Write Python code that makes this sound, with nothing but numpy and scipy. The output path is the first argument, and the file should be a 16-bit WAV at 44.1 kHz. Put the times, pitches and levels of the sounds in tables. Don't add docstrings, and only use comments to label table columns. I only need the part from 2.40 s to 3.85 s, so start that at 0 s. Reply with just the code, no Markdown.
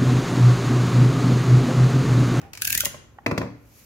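import sys
import numpy as np
from scipy import signal
from scipy.fft import rfft, irfft, next_fast_len
from scipy.io import wavfile
from scipy.ndimage import uniform_filter1d, map_coordinates

SR = 44100
rng = np.random.default_rng(int(sys.argv[2]) if len(sys.argv) > 2 else 0)


def dump(signal):
    limited = np.clip(np.atleast_2d(signal).T, -1, 1)
    pcm = np.round(limited * 32767).astype(np.int16)
    wavfile.write(sys.argv[1], SR, pcm)


N = 63945
T = np.arange(SR) / SR

# frequency in Hz, T60 (time to fall 60 dB) in seconds.
ROOM_T60 = [(100, 0.51), (500, 0.5), (1500, 0.54), (4000, 0.49), (7000, 0.44), (14000, 0.21)]
# frequency in Hz, correlation.
EAR_CORRELATION = [(100, 0.85), (300, 0.72), (1000, 0.25), (3000, 0.22), (8000, 0.19), (15000, 0.13)]

# time in seconds, level in dB.
RUMBLE_LEVELS = [(0, -49.5), (.2, -49.5), (.38, -39.5), (.48, -51), (.62, -52), (.7, -54), (.82, -55.5),
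                 (1.1, -48), (1.32, -55), (1.45, -56)]
RUSTLE_LEVELS = [(0, -48.5), (.04, -45.5), (.12, -56.5), (.4, -63), (.55, -50.5), (.7, -61), (.82, -59.5),
                 (1.2, -60), (1.45, -60.5)]
SLIDE_LEVELS = [(1.15, -74), (1.28, -62.5), (1.39, -52.5), (1.45, -55.5)]

# frequency in Hz, relative spectral density in dB.
RUMBLE_SPECTRUM = [(20, -17), (40, 2.5), (70, -1), (115, 2), (170, -9.5), (300, -13.5), (600, -25.5),
                   (1500, -26.5), (5000, -55)]
RUSTLE_SPECTRUM = [(100, 7), (300, 8), (800, 2.5), (1400, -2.5), (2500, -7), (4000, -18.5), (6500, -20.5),
                   (9000, -28.5), (15500, -25.5)]
SLIDE_SPECTRUM = [(800, -30.5), (2300, 4.5), (3300, -3), (6500, 4), (8400, -5), (12500, 5), (15800, -3.5)]
TAP_SPECTRUM = [(200, -7), (580, -5.5), (800, -10), (1100, 4.5), (1500, -9), (2400, -9), (3200, -23),
                (9000, -53.5)]
THUD_SPECTRUM = [(60, -8.5), (130, -1), (250, -3), (450, -15.5), (900, -16), (3000, -50.5)]
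WASH_SPECTRUM = [(90, -9), (190, 0), (380, -3.5), (650, -6.5), (800, -10), (1000, -7), (1350, -15),
                 (3000, -47.5)]
CLACK_SPECTRUM = [(40, -31), (100, 4), (300, -3.5), (430, -3), (600, 2.5), (790, -5.5), (1030, 0.5),
                  (1350, -5), (1570, -5.5), (1950, -2), (2600, -8.5), (3100, -25.5), (6000, -34),
                  (15000, -59)]
RATTLE_SPECTRUM = [(1000, -27), (2600, -11), (3200, 1.5), (4000, 3.5), (6000, 1), (8500, -11), (12000, -9),
                   (15800, -15)]
TICK_SPECTRUM = [(300, -23.5), (1200, -2.5), (2000, 1), (2450, 6.5), (3400, -7), (4600, 0.5), (6600, -0.5),
                 (8500, -7.5), (15000, -8)]
SNAP_SPECTRUM = [(200, -27), (1000, -20), (1300, -19), (1600, -9), (2000, -8), (2400, -1), (3600, -3),
                 (5200, -3), (6700, 2), (8200, -6), (9900, 0.5), (12600, 1.5), (15800, -2.5)]

# frequency in Hz, relative level in dB, T60 in seconds.
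FLICK_MODES = [(820, 0, 0.028), (1095, -0.5, 0.025), (1410, -1.5, 0.017), (1850, -4, 0.023),
               (2990, -13.5, 0.018)]
HULL_MODES = [(116.1, -11, 0.56), (153, -4.5, 0.13), (188.8, -12, 0.34), (236.4, -8, 0.17),
              (259.7, -5, 0.22), (292.8, -2.5, 0.21), (347.6, -10.5, 0.19), (474.8, -9, 0.23),
              (566.4, -7, 0.13), (630.5, -14, 0.14)]
HATCH_MODES = [(600, 1, 0.026), (1000, -2.5, 0.02)]
FLEX_MODES = [(108.8, -2, 0.088), (166.2, 3.5, 0.073)]
SHELL_MODES = [(1880, -7, 0.016), (2000, 0, 0.019), (2400, 0, 0.016), (2570, 1.5, 0.015)]
BLADE_MODES = [(3164, -22.5, 0.06), (6500, -9, .03), (6500, -24, 0.046)]

# multiple of the pitch, relative level in dB, T60 in seconds.
TAP_MODES = [(1, 2, 0.064), (1.83, 0.5, 0.039), (1.99, -1, 0.017), (3.25, -11.5, 0.04)]
HANDLE_MODES = [(1, -6.5, 0.044), (1.09, -12.5, 0.064), (0.95, -17.5, 0.03)]
CHANNEL_MODES = [(.92, -8, 0.029), (1, -6.5, .026), (1.1, -10.5, 0.027)]

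# start in seconds, click level in dB, thud level in dB, pitch in Hz.
TAPS = [(0.4345, -32.5, -38.5, 588), (.4630, -33, -36, 566), (0.543, -35, -46, 583)]
# start in seconds, then the levels in dB of
KNOCKS = [(0.8621, -21.5, -22.5, -13, -7, -32), (0.9117, -31.5, -26, -16.5, -18, -40),
          (0.9170, -21.5, -17.5, -33, -48, -65), (0.9774, -22.5, -20, -15, -18, -30.5),
          (1.0140, -26, -41, -21, -23, -46.5), (1.0303, -28.5, -24, -35, -49, -65)]
# start in seconds, level in dB.
THUMB_TICKS = [(0.0143, -47), (0.1327, -32.5), (0.1504, -37.5), (0.1737, -33), (0.201, -47.5)]
# start in seconds, level in dB, handle pitch in Hz, channel pitch in Hz,
# relative channel level in dB, lead of the tooth's tick in seconds, relative level of that tick in dB.
NOTCHES = [(0.2192, -16.5, 1513, 2473, 3.5, 0.0057, -16), (0.2499, -18, 1535, 2520, -0.5, 0.0034, -6.5),
           (0.2744, -17, 1597, 2440, 3.5, 0.0037, -5), (0.3028, -17.5, 1618, 2624, 6, 0.0049, -7),
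           (.3263, -16, 1630, 2392, 3.5, 0.0049, -6.5), (0.3495, -15, 1766, 2576, 2.5, 0.0038, -7),
           (.3755, -14, 1906, 2660, -9.5, 0.0057, -22.5), (.4047, -13.5, 1425, 3204, -3, 0.0044, -9),
           (.4540, -15, 1887, 3064, 0.5, 0.0060, -5.5)]

BOOM_RISE_S = 0.0019
BLADE_DB_PER_NOTCH = 3.5
HANDLE_DB_PER_NOTCH = -0.04


def amp(db):
    return 10 ** (np.asarray(db) / 20)


def unit_rms(x):
    return x / np.sqrt(np.mean(x ** 2) + 1e-20)


def curve_at(points, hz):
    freqs, values = np.transpose(points)
    return np.interp(np.log(hz + 1), np.log(freqs + 1), values)


def filtered(x, response):
    size = next_fast_len(x.shape[-1] + 8192)
    return irfft(rfft(x, size) * response(np.fft.rfftfreq(size, 1 / SR)), size)[..., :x.shape[-1]]


def add(track, start, x):
    part = track[:, max(round(start * SR), 0):][:, :x.shape[-1]]
    part += x[..., :part.shape[1]]


def noise(spectrum, envelope):
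    angle = lambda hz: np.arccos(np.clip(curve_at(EAR_CORRELATION, hz), -1, 1)) / 2
    colour = lambda hz: amp(curve_at(spectrum, hz)) * [np.cos(angle(hz)), np.sin(angle(hz))]
    mid, side = filtered(rng.standard_normal((2, len(envelope))) * envelope, colour)
    return unit_rms(np.array([mid + side, mid - side]))


def contact(spectrum, hold, t60):
    t = T[:SR // 10]
    envelope = np.minimum(t / 0.00077, 1) * amp(-60 * np.maximum(t - hold, 0) / t60)
    grain = np.exp(0.2 * unit_rms(uniform_filter1d(rng.standard_normal(len(t)), size=10)))
    return noise(spectrum, grain * envelope) * np.sqrt(np.mean(envelope ** 2))


def ring(modes, scale=1, rise=0.003, spread=0):
    phases = spread * rng.standard_normal((len(modes), 2, 1))
    tone = 0
    for (freq, db, t60), phase in zip(modes, phases):
        strike_db = db + 1.2 * rng.normal()
        tone += amp(strike_db - 60 * T / t60) * np.sin(2 * np.pi * freq * scale * T + phase)
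    return tone * (1 - np.exp(-T / rise))


def in_room(x, tail_db, early_db):
    x = np.broadcast_to(x, (2, x.shape[-1]))
    hz, t, bands = signal.stft(rng.standard_normal((2, SR)), SR, nperseg=256)
    decay = amp(-60 * t / curve_at(ROOM_T60, hz)[:, None])
    tail = signal.istft(bands * decay, SR, nperseg=256)[1][:, :SR]
    early = rng.standard_normal((2, SR)) * amp(-60 * T / 0.062)
    onset = 1 - np.exp(-(T / 0.0056) ** 2)
    echoes = (amp(tail_db) * unit_rms(tail * onset) + amp(early_db) * unit_rms(early * onset)) / np.sqrt(SR)
    angle = lambda f: np.arccos(1 / (1 + (f / 700) ** 2)) / 2
    mid = filtered(echoes[0], lambda f: np.cos(angle(f)))
    side = filtered(echoes[1], lambda f: np.sin(angle(f)))
    out = signal.fftconvolve(x, np.array([mid + side, mid - side]), axes=1)
    add(out, 0, x)
    return out


def friction(levels, spectrum, rough_db):
    t = np.arange(N) / SR
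    catch = map_coordinates(rng.standard_normal(N // 100), [t * 120])
    return amp(np.interp(t, *np.transpose(levels)) + rough_db * catch) * noise(spectrum, np.ones(N))


def cord_squeak():
    out = np.zeros((2, N))
    length_s, pitch_hz = 0.092, 788
    t = T[:round(length_s * SR)]
    waver = map_coordinates(rng.standard_normal(200), [t * 150])
    phase = 2 * np.pi * np.cumsum(pitch_hz * (1 + 0.02 * waver)) / SR
    add(out, start=0.02, x=amp(-50.5) * np.sin(np.pi * t / length_s) * np.sin(phase))
    return out


def cord_flick():
    out = np.zeros((2, N))
    tick = ring(FLICK_MODES, rise=0.0014, spread=0.26)
    add(out, start=0.7852, x=amp(-31) * in_room(tick, tail_db=-17, early_db=-24))
    return out


def hull_taps():
    out = np.zeros((2, N))
    for start, click_db, thud_db, hz in TAPS:
        click = np.zeros((2, SR))
        add(click, 0, amp(-2.5) * contact(TAP_SPECTRUM, hold=0.0031, t60=0.023))
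        add(click, 0, ring(TAP_MODES, hz, rise=0.0018))
        add(out, start, amp(click_db) * in_room(click, tail_db=-12.5, early_db=-19))
        thud = contact(THUD_SPECTRUM, hold=0.0059, t60=0.034)
        add(out, start, amp(thud_db) * in_room(thud, tail_db=-5.5, early_db=-10))
    return out


def hull_wash(t60):
    envelope = (1 - np.exp(-T / BOOM_RISE_S)) * amp(-60 * T / t60)
    return amp(-8) * noise(WASH_SPECTRUM, envelope) * np.sqrt(np.mean(envelope ** 2))


def knife_on_hatch():
    out = np.zeros((2, N))
    for start, boom_db, flex_db, clack_db, shell_db, rattle_db in KNOCKS:
        clack = np.zeros((2, SR))
        add(clack, 0, amp(clack_db - 6.5) * contact(CLACK_SPECTRUM, hold=0.0041, t60=0.022))
        add(clack, 0, amp(clack_db) * ring(HATCH_MODES, rise=0.002))
        add(clack, 0, amp(shell_db) * ring(SHELL_MODES, spread=0.4))
        add(out, start, in_room(clack, tail_db=-13, early_db=-13.5))
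        boom = ring(HULL_MODES, rise=BOOM_RISE_S)
        add(out, start, amp(boom_db) * in_room(boom, tail_db=-12, early_db=-7.5))
        add(out, start, amp(boom_db) * hull_wash(t60=0.31))
        add(out, start, amp(flex_db) * ring(FLEX_MODES, rise=0.0063))
        rattle = contact(RATTLE_SPECTRUM, hold=0.0053, t60=0.025)
        add(out, start, amp(rattle_db) * in_room(rattle, tail_db=-11, early_db=-14.5))
    return out


def slider():
    out = np.zeros((2, N))
    for k, (start, db, handle_hz, channel_hz, channel_db, lead_s, tooth_db) in enumerate(NOTCHES):
        blade_db = BLADE_DB_PER_NOTCH * (k + 1 - len(NOTCHES))
        snap = np.zeros((2, SR))
        add(snap, 0, contact(SNAP_SPECTRUM, hold=0.003, t60=0.016))
        add(snap, 0, amp(HANDLE_DB_PER_NOTCH * k) * ring(HANDLE_MODES, handle_hz, rise=0.0027, spread=0.92))
        add(snap, 0, amp(channel_db) * ring(CHANNEL_MODES, channel_hz, rise=0.0019, spread=1))
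        add(snap, 0, amp(blade_db) * ring(BLADE_MODES, spread=1))
        add(out, start, amp(db) * in_room(snap, tail_db=-10, early_db=-12))
        add(out, start - lead_s, amp(db + tooth_db) * contact(SNAP_SPECTRUM, hold=0.0025, t60=0.015))
    for start, db in THUMB_TICKS:
        tick = contact(TICK_SPECTRUM, hold=0.0025, t60=0.024)
        add(out, start, amp(db) * in_room(tick, tail_db=-7, early_db=-22))
    return out


def scene():
    left = np.array([[1], [-1]])
    lead_left = lambda x, seconds: filtered(x, lambda hz: np.exp(1j * np.pi * hz * seconds * left))
    ratchet = lead_left(slider(), 0.00012)
    knocks = lead_left(knife_on_hatch() + hull_taps(), 0.00014)
    flick = lead_left(cord_flick(), -0.00012) * amp(-1.2 * left)
    handling = friction(RUMBLE_LEVELS, RUMBLE_SPECTRUM, rough_db=1.66)
    handling += friction(RUSTLE_LEVELS, RUSTLE_SPECTRUM, rough_db=0.5)
    handling += friction(SLIDE_LEVELS, SLIDE_SPECTRUM, rough_db=0.5)
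    return handling + cord_squeak() + flick + (ratchet + knocks) * amp(0.51 * left)


def record(dry):
    low_cut_hz, top_hz = 52.4, 15900
    thinned = signal.sosfilt(signal.butter(4, low_cut_hz, "highpass", fs=SR, output="sos"), dry)
    return filtered(thinned, lambda hz: 1 / (1 + (hz / top_hz) ** 240))


dry = scene()
out = record(dry)
dump(out)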